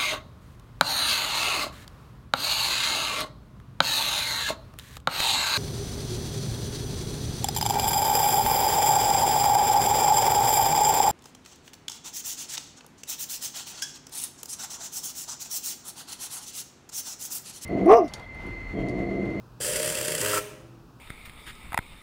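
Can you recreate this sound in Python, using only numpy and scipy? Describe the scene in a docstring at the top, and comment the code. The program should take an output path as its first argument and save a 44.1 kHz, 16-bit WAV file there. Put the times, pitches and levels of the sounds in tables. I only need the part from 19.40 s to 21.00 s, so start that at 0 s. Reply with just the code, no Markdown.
"""In a quiet room, on a wooden table, an automatic soap dispenser runs for 0.8 s.
Its plastic gear teeth tick and rattle inside the casing over a rough, throbbing whirr.
Near the end the pump starts to push: the hard-working motor buzzes once a turn,
then the pump knocks and stops. The room rings out over a low mains hum."""
import sys
import numpy as np
from scipy import signal
from scipy.fft import rfft, irfft
from scipy.io import wavfile

SR = 44100
rng = np.random.default_rng(int(sys.argv[2]) if len(sys.argv) > 2 else 0)


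def put_to_file(sound):
    """Save the sound as 16-bit audio at rate SR, in the file named by the first command-line argument."""
    columns = np.atleast_2d(sound).T  # one column per channel
    safe = np.clip(columns, -1, 1)
    whole_steps = np.round(safe * 32767)
    wavfile.write(sys.argv[1], SR, whole_steps.astype(np.int16))


N = 70560
START_S, LOAD_S, STOP_S = 0.1995, 0.8216, 0.98  # motor starts, pump pushes, motor stops
SPIN_UP_S, LOAD_RAMP_S, RUN_DOWN_S = 0.01, 0.013, 0.026
GEAR_TEETH = 9

# Levels in the tables are relative: a higher level_db is louder.
# How fast the motor turns: time_s, turns_per_s
MOTOR_SPEED = [(.2, 97), (.28, 101.5), (.36, 103), (.45, 104.8), (.6, 104.3), (.72, 105), (.8, 100),
               (.865, 105), (.96, 104.5), (1., 102.5)]
# How loudly the teeth chatter: time_s, level_db
CHATTER_LEVEL = [(.2, -32.5), (.24, -30.5), (.37, -32.5), (.43, -32.5), (.64, -33.5), (.79, -32.5),
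                 (.85, -33), (.96, -29.5), (1., -30.5)]
# Gears clattering in the gaps between their teeth: peak_s, level_db
RATTLES = [(0.25, -1), (0.266, -5.5), (0.299, -4.5), (0.335, -2), (0.36, 1), (0.368, 0.5), (0.399, -0.5),
           (0.419, -7), (.431, 0.5), (0.45, -1), (0.461, -1), (0.478, 0), (.492, -1.5), (0.501, 0.5),
           (0.525, -2.5), (0.553, 0.5), (.575, -2), (.587, -1.5), (0.613, 1), (.629, -6), (0.65, -1),
           (.658, -4.5), (0.683, 3), (.707, -11.5), (.721, 1), (.752, 2.5), (.782, -1.5), (.805, -1.5),
           (0.815, 4.5), (0.849, -1), (0.862, 1), (0.875, -8), (0.897, -4.5), (.915, -4), (0.932, -7),
           (.946, -0.5), (0.954, -9)]
# The tone colour of the casing: pitch_hz, level_db
CASING_COLOUR = [(100, -6), (300, -2), (600, 1.5), (760, -15), (1150, -13.5), (1500, -4.5), (2000, -2),
                 (2300, -17), (3200, -2.5), (3900, -16), (4500, -6), (5250, -17.5), (6500, -8),
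                 (6950, -11.5), (7300, 0.5), (8400, -7.5), (9500, -5.5), (10200, -9), (11500, -11.5),
                 (12500, -9.5), (13100, -13.5), (15500, -16)]
# Pitches at which the casing rings: pitch_hz, width_hz, boost_db
CASING_PEAKS = [(2693, 173, 10.5), (4933, 247, 13), (5550, 320, 10.5), (7940, 580, 4), (8900, 360, 6),
                (9370, 280, 7), (10760, 160, 8.5)]
# The extra colour while the pump strains: pitch_hz, level_db
STRAIN_COLOUR = [(300, -17.5), (800, -12), (1250, 5.5), (2100, -2), (2750, 5), (3700, -17), (12000, -6.5)]
# Tones of the gears running freely: cycles_per_turn, level_db, roughness (0 is smooth)
WHIRR_TONES = [(1.2, -56, 1), (1.53, -50, 1), (3.19, -50.5, .6), (3.75, -47, .45), (4.375, -41, .4),
               (5, -44, .8), (5.25, -44, .9), (5.625, -42, .8), (5.875, -38.5, .65)]
# How the whirr swells and sinks: time_s, level_db
WHIRR_LEVEL = [(.2, -19), (.245, -10), (.28, -1.5), (.38, 0), (.5, -2.5), (.6, -2.5), (.715, 3), (.765, -4),
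               (.86, -7)]
# Tones of the hard-working motor: cycles_per_turn, level_db
BUZZ_TONES = [(1, -43), (3, -44.5), (4, -33.5), (5, -37.5), (6, -36.5), (10, -52)]
# Knocks of the pump: start_s, level_db
KNOCKS = [(.9345, 0), (.9615, -8), (.969, -7), (.9735, -1), (.9915, -15)]
# Notes of the struck pump body: pitch_hz, level_db, ring_s (time to fade by 60 dB)
PUMP_NOTES = [(1090, -11, .02), (1230, -7, .025), (1340, 0, .06), (1470, -9, .022), (1700, -12, .015)]
# Notes of the jolted motor mount: pitch_hz, level_db, ring_s
MOUNT_NOTES = [(126.5, -38.5, 0.33), (430, -40, 0.044), (484, -28.5, 0.042)]
# The colour the casing sends out all around into the room: pitch_hz, level_db
SPREAD_COLOUR = [(100, -10), (600, 1), (800, -9.5), (2200, -2), (2580, 1.5), (3700, -10.5), (4900, -7.5),
                 (6200, -8), (8000, -3.5), (15500, -10.5)]
# Low notes that hang in the room: start_s, fade_start_s, pitch_hz, level_db
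LINGERING_NOTES = [(.97, 1.07, 416, -40), (.98, 1.15, 622, -54), (1.09, 1.45, 335, -57.5)]
# The colour of the still room air: pitch_hz, level_db
AIR_COLOUR = [(20, -52), (33, -27), (43, -8), (60, -11.5), (95, -22), (130, -5), (190, -15.5), (260, -14),
              (400, -21.5), (640, -26.5), (1000, -25), (1450, -28.5), (2150, -46.5), (2580, -36),
              (3000, -42), (5000, -41), (7700, -48.5), (12000, -51), (15500, -47.5)]


def gears(turns, load, scatter_db=2, slop_teeth=0.44, scrape=1.33, rub_teeth=0.4):
    """Loose teeth click early or late and scrape, throbbing once a turn, more deeply under load."""
    teeth = turns * GEAR_TEETH
    slip = slop_teeth * np.interp(teeth, np.arange(N), rng.standard_normal(N))
    teeth = np.maximum.accumulate(np.maximum(teeth + slip, 0))  # gears never run backwards
    tooth = teeth.astype(int)
    strength = undb(scatter_db * np.clip(rng.standard_normal(N), -2, 2))[tooth]
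    clicks = smear(unit(np.diff(tooth, prepend=0) * strength), decay_s=0.0008)
    rub = unit(rng.standard_normal(N) * strength * np.exp(-(teeth % 1) / rub_teeth))
    throb = 1 + (0.03 + 0.037 * load) * np.cos(2 * np.pi * turns)
    return unit(clicks + scrape * rub) * throb * undb(curve(CHATTER_LEVEL)) * running()


def rattle(level_db=-25.5, rise_s=0.0029, fall_s=0.0037):
    """The gears clatter in the gaps between their teeth, making short bursts of noise."""
    t = np.arange(N) / SR
    bursts = sum(undb(db) * np.exp(-np.maximum((t - peak_s) / fall_s, (peak_s - t) / rise_s) ** 2)
                 for peak_s, db in RATTLES)
    return undb(level_db) * bursts * rng.standard_normal(N)


def casing(force, load, strain_db=-4):
    """The teeth make the casing ring, with stronger middle pitches when the pump strains."""
    strain = colour(force * load, STRAIN_COLOUR)
    return colour(force, CASING_COLOUR, CASING_PEAKS) + undb(strain_db) * strain


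def smear(clicks, decay_s):
    """Tiny echoes inside the casing spread each click out in time."""
    echoes = rfft(rng.standard_normal(N) * np.exp(-np.arange(N) / SR / decay_s))
    return irfft(rfft(clicks) * echoes / np.abs(echoes) ** .7, N)  # dividing evens out the colour


def whirr(turns):
    """The spinning gears make rough, low tones that follow the motor's speed."""
    tones = 0
    for cycles, db, roughness in WHIRR_TONES:
        tone = np.exp(2j * np.pi * cycles * turns) * (1 + roughness * flutter(rate_hz=20.5))
        tones += undb(db) * tone.real / np.hypot(1, roughness)
    return tones * undb(curve(WHIRR_LEVEL))


def motor_buzz(turns, load):
    """While the pump pushes, the motor buzzes once a turn."""
    tones = 0
    for cycles, db in BUZZ_TONES:
        tone = np.exp(2j * np.pi * cycles * turns) * (1 + 0.13 * flutter(rate_hz=31))
        random_phase = np.exp(2j * np.pi * rng.random())
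        tones += undb(db) * (tone * random_phase).real
    return load * tones


def tooth_whine(turns, load, free_db=-56.5, loaded_db=-46.5):
    """The meeting teeth whine: faint and rough at first, louder and clean under load."""
    free = undb(free_db) * (1 - load) * (1 + flutter(rate_hz=25)) / np.sqrt(2)
    return (np.exp(2j * np.pi * GEAR_TEETH * turns) * (free + undb(loaded_db) * load)).real


def pump_knocks(level_db=-21):
    """The pump body is struck several times as its stroke ends."""
    return undb(level_db) * sum(undb(db) * strike(start_s, PUMP_NOTES) for start_s, db in KNOCKS)


def mount_jolt(start_s=.204):
    """The starting motor jolts its mount, which rings with low notes."""
    return strike(start_s, MOUNT_NOTES)


def fizz(level_db=-28, rise_s=0.034, decay_s=0.18):
    """A bright hiss comes as the gears get going, and soon fades."""
    age = np.maximum(np.arange(N) / SR - START_S, 0)
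    hiss = colour(rng.standard_normal(N), CASING_COLOUR, CASING_PEAKS)
    hiss = signal.sosfilt(signal.butter(2, 5000, "high", fs=SR, output="sos"), hiss)
    return undb(level_db) * hiss * ramp(START_S, rise_s) * np.exp(-age / decay_s) * running()


def rumble(peak_s=.36, width_s=.06, pitch_hz=56, level_db=-48):
    """A soft, deep rumble swells briefly while the soap falls."""
    t = np.arange(N) / SR - peak_s
    return np.sqrt(2) * undb(level_db) * np.exp(-(t / width_s) ** 2) * np.sin(2 * np.pi * pitch_hz * t)


def room(sound, gap_s=0.0047, bass_ring_s=0.91, treble_ring_s=0.43):
    """Echoes from the walls blur into a tail whose high pitches die first."""
    t = np.arange(N) / SR
    hz = np.fft.rfftfreq(N, 1 / SR)
    noise, tail = rfft(rng.standard_normal(N)), 0
    edges_hz = [0, 1000, 2000, 4000, 7000, 11000, SR]
    ring_times = np.linspace(bass_ring_s, treble_ring_s, len(edges_hz) - 1)
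    for low, high, ring_s in zip(edges_hz, edges_hz[1:], ring_times):
        band = irfft(noise * (hz >= low) * (hz < high), N)
        tail += band * np.exp(-np.log(1000) * t / ring_s)
    return signal.fftconvolve(sound, unit(tail * (t > gap_s)) / np.sqrt(N))[:N]


def lingering_notes(fade_s=.05):
    """Wavering low notes hang in the room as the motor stops, then fade."""
    notes = 0
    for start_s, fade_start_s, hz, db in LINGERING_NOTES:
        tone = wavering_tone(hz, depth=.3, rate_hz=12)
        notes += undb(db) * tone * ramp(start_s, fade_s) * (1 - ramp(fade_start_s, fade_s))
    return notes


def background(air_db=-51.5, hum_hz=119.7, hum_db=-53.5):
    """The room air rushes faintly under the hum of mains electricity."""
    air = colour(rng.standard_normal(N), AIR_COLOUR)
    return undb(air_db) * air + undb(hum_db) * wavering_tone(hum_hz, depth=.35, rate_hz=25)


def undb(db):
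    """Turn decibels into a number to multiply by."""
    return 10 ** (np.asarray(db) / 20)


def unit(x):
    """Scale a signal so its average power is 1."""
    return x / np.sqrt(np.mean(np.abs(x) ** 2))


def curve(points):
    """Join (time_s, value) points with straight lines."""
    return np.interp(np.arange(N) / SR, *np.array(points).T)


def ramp(start_s, length_s):
    """Rise steadily from 0 to 1, then stay there."""
    return np.clip((np.arange(N) / SR - start_s) / length_s, 0, 1)


def running():
    """1 while the motor runs, 0 while it rests, with quick fades between."""
    return ramp(START_S, SPIN_UP_S) * (1 - ramp(STOP_S, RUN_DOWN_S))


def flutter(rate_hz):
    """A slow random wobble, in complex numbers so it can shake both level and pitch."""
    hz = np.fft.fftfreq(N, 1 / SR)
    return unit(np.fft.ifft(np.fft.fft(rng.standard_normal(N)) / (1 + (hz / rate_hz) ** 4)))


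def wavering_tone(pitch_hz, depth, rate_hz):
    """One note that wobbles at random."""
    steady = np.exp(2j * np.pi * pitch_hz * np.arange(N) / SR)
    return unit((steady * (1 + depth * flutter(rate_hz))).real)


def strike(start_s, notes, contact_s=0.00035):
    """A cushioned blow sets off notes that each die away."""
    age = np.maximum(np.arange(N) / SR - start_s, 0)
    ring = sum(undb(db) * np.exp(-np.log(1000) * age / ring_s) * np.sin(2 * np.pi * hz * age)
               for hz, db, ring_s in notes)
    return ring * (1 - np.exp(-age / contact_s))


def colour(sound, points, peaks=()):
    """Make some pitches louder and others softer, following a colour table and any ringing peaks."""
    hz = np.maximum(np.fft.rfftfreq(N, 1 / SR), 1)
    point_hz, point_db = np.array(points).T
    db = np.interp(np.log(hz), np.log(point_hz), point_db)
    db += sum(boost / (1 + (2 * (hz - pitch) / width) ** 2) for pitch, width, boost in peaks)
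    # Fold the filter in time so it rings after each click, never before.
    folded = irfft(np.log(unit(undb(db))), N)
    folded[1:N // 2] *= 2
    folded[N // 2 + 1:] = 0
    return irfft(rfft(sound) * np.exp(rfft(folded)), N)


def scene(gears_db=-1, tones_db=-1, gears_room_db=-7.5, tones_room_db=-12, blows_room_db=-20):
    """The dispenser, heard directly and through the room's echoes."""
    turns = np.cumsum(curve(MOTOR_SPEED) * (1 + .003 * flutter(rate_hz=40).real)) / SR
    load = ramp(LOAD_S - LOAD_RAMP_S / 2, LOAD_RAMP_S)  # 0 running freely, 1 pushing
    force = undb(gears_db) * (gears(turns, load) + rattle())
    clatter = casing(force, load) + fizz()
    blows = pump_knocks() + mount_jolt()
    tones = whirr(turns) + motor_buzz(turns, load) + tooth_whine(turns, load)
    tones *= np.sqrt(2) * undb(tones_db) * running()
    spread = undb(gears_room_db) * colour(force, SPREAD_COLOUR)
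    echoes = room(spread + undb(tones_room_db) * tones + undb(blows_room_db) * blows)
    return (clatter + blows + tones + echoes + lingering_notes() + rumble() + background())[None]


def record(dry, bottom_hz=36, top_hz=15800):
    """Cut away the deepest bass and the highest treble."""
    dry = signal.sosfilt(signal.butter(6, bottom_hz, "high", fs=SR, output="sos"), dry)
    return signal.sosfilt(signal.ellip(10, .2, 80, top_hz, fs=SR, output="sos"), dry)


dry = scene()
out = record(dry)
put_to_file(out)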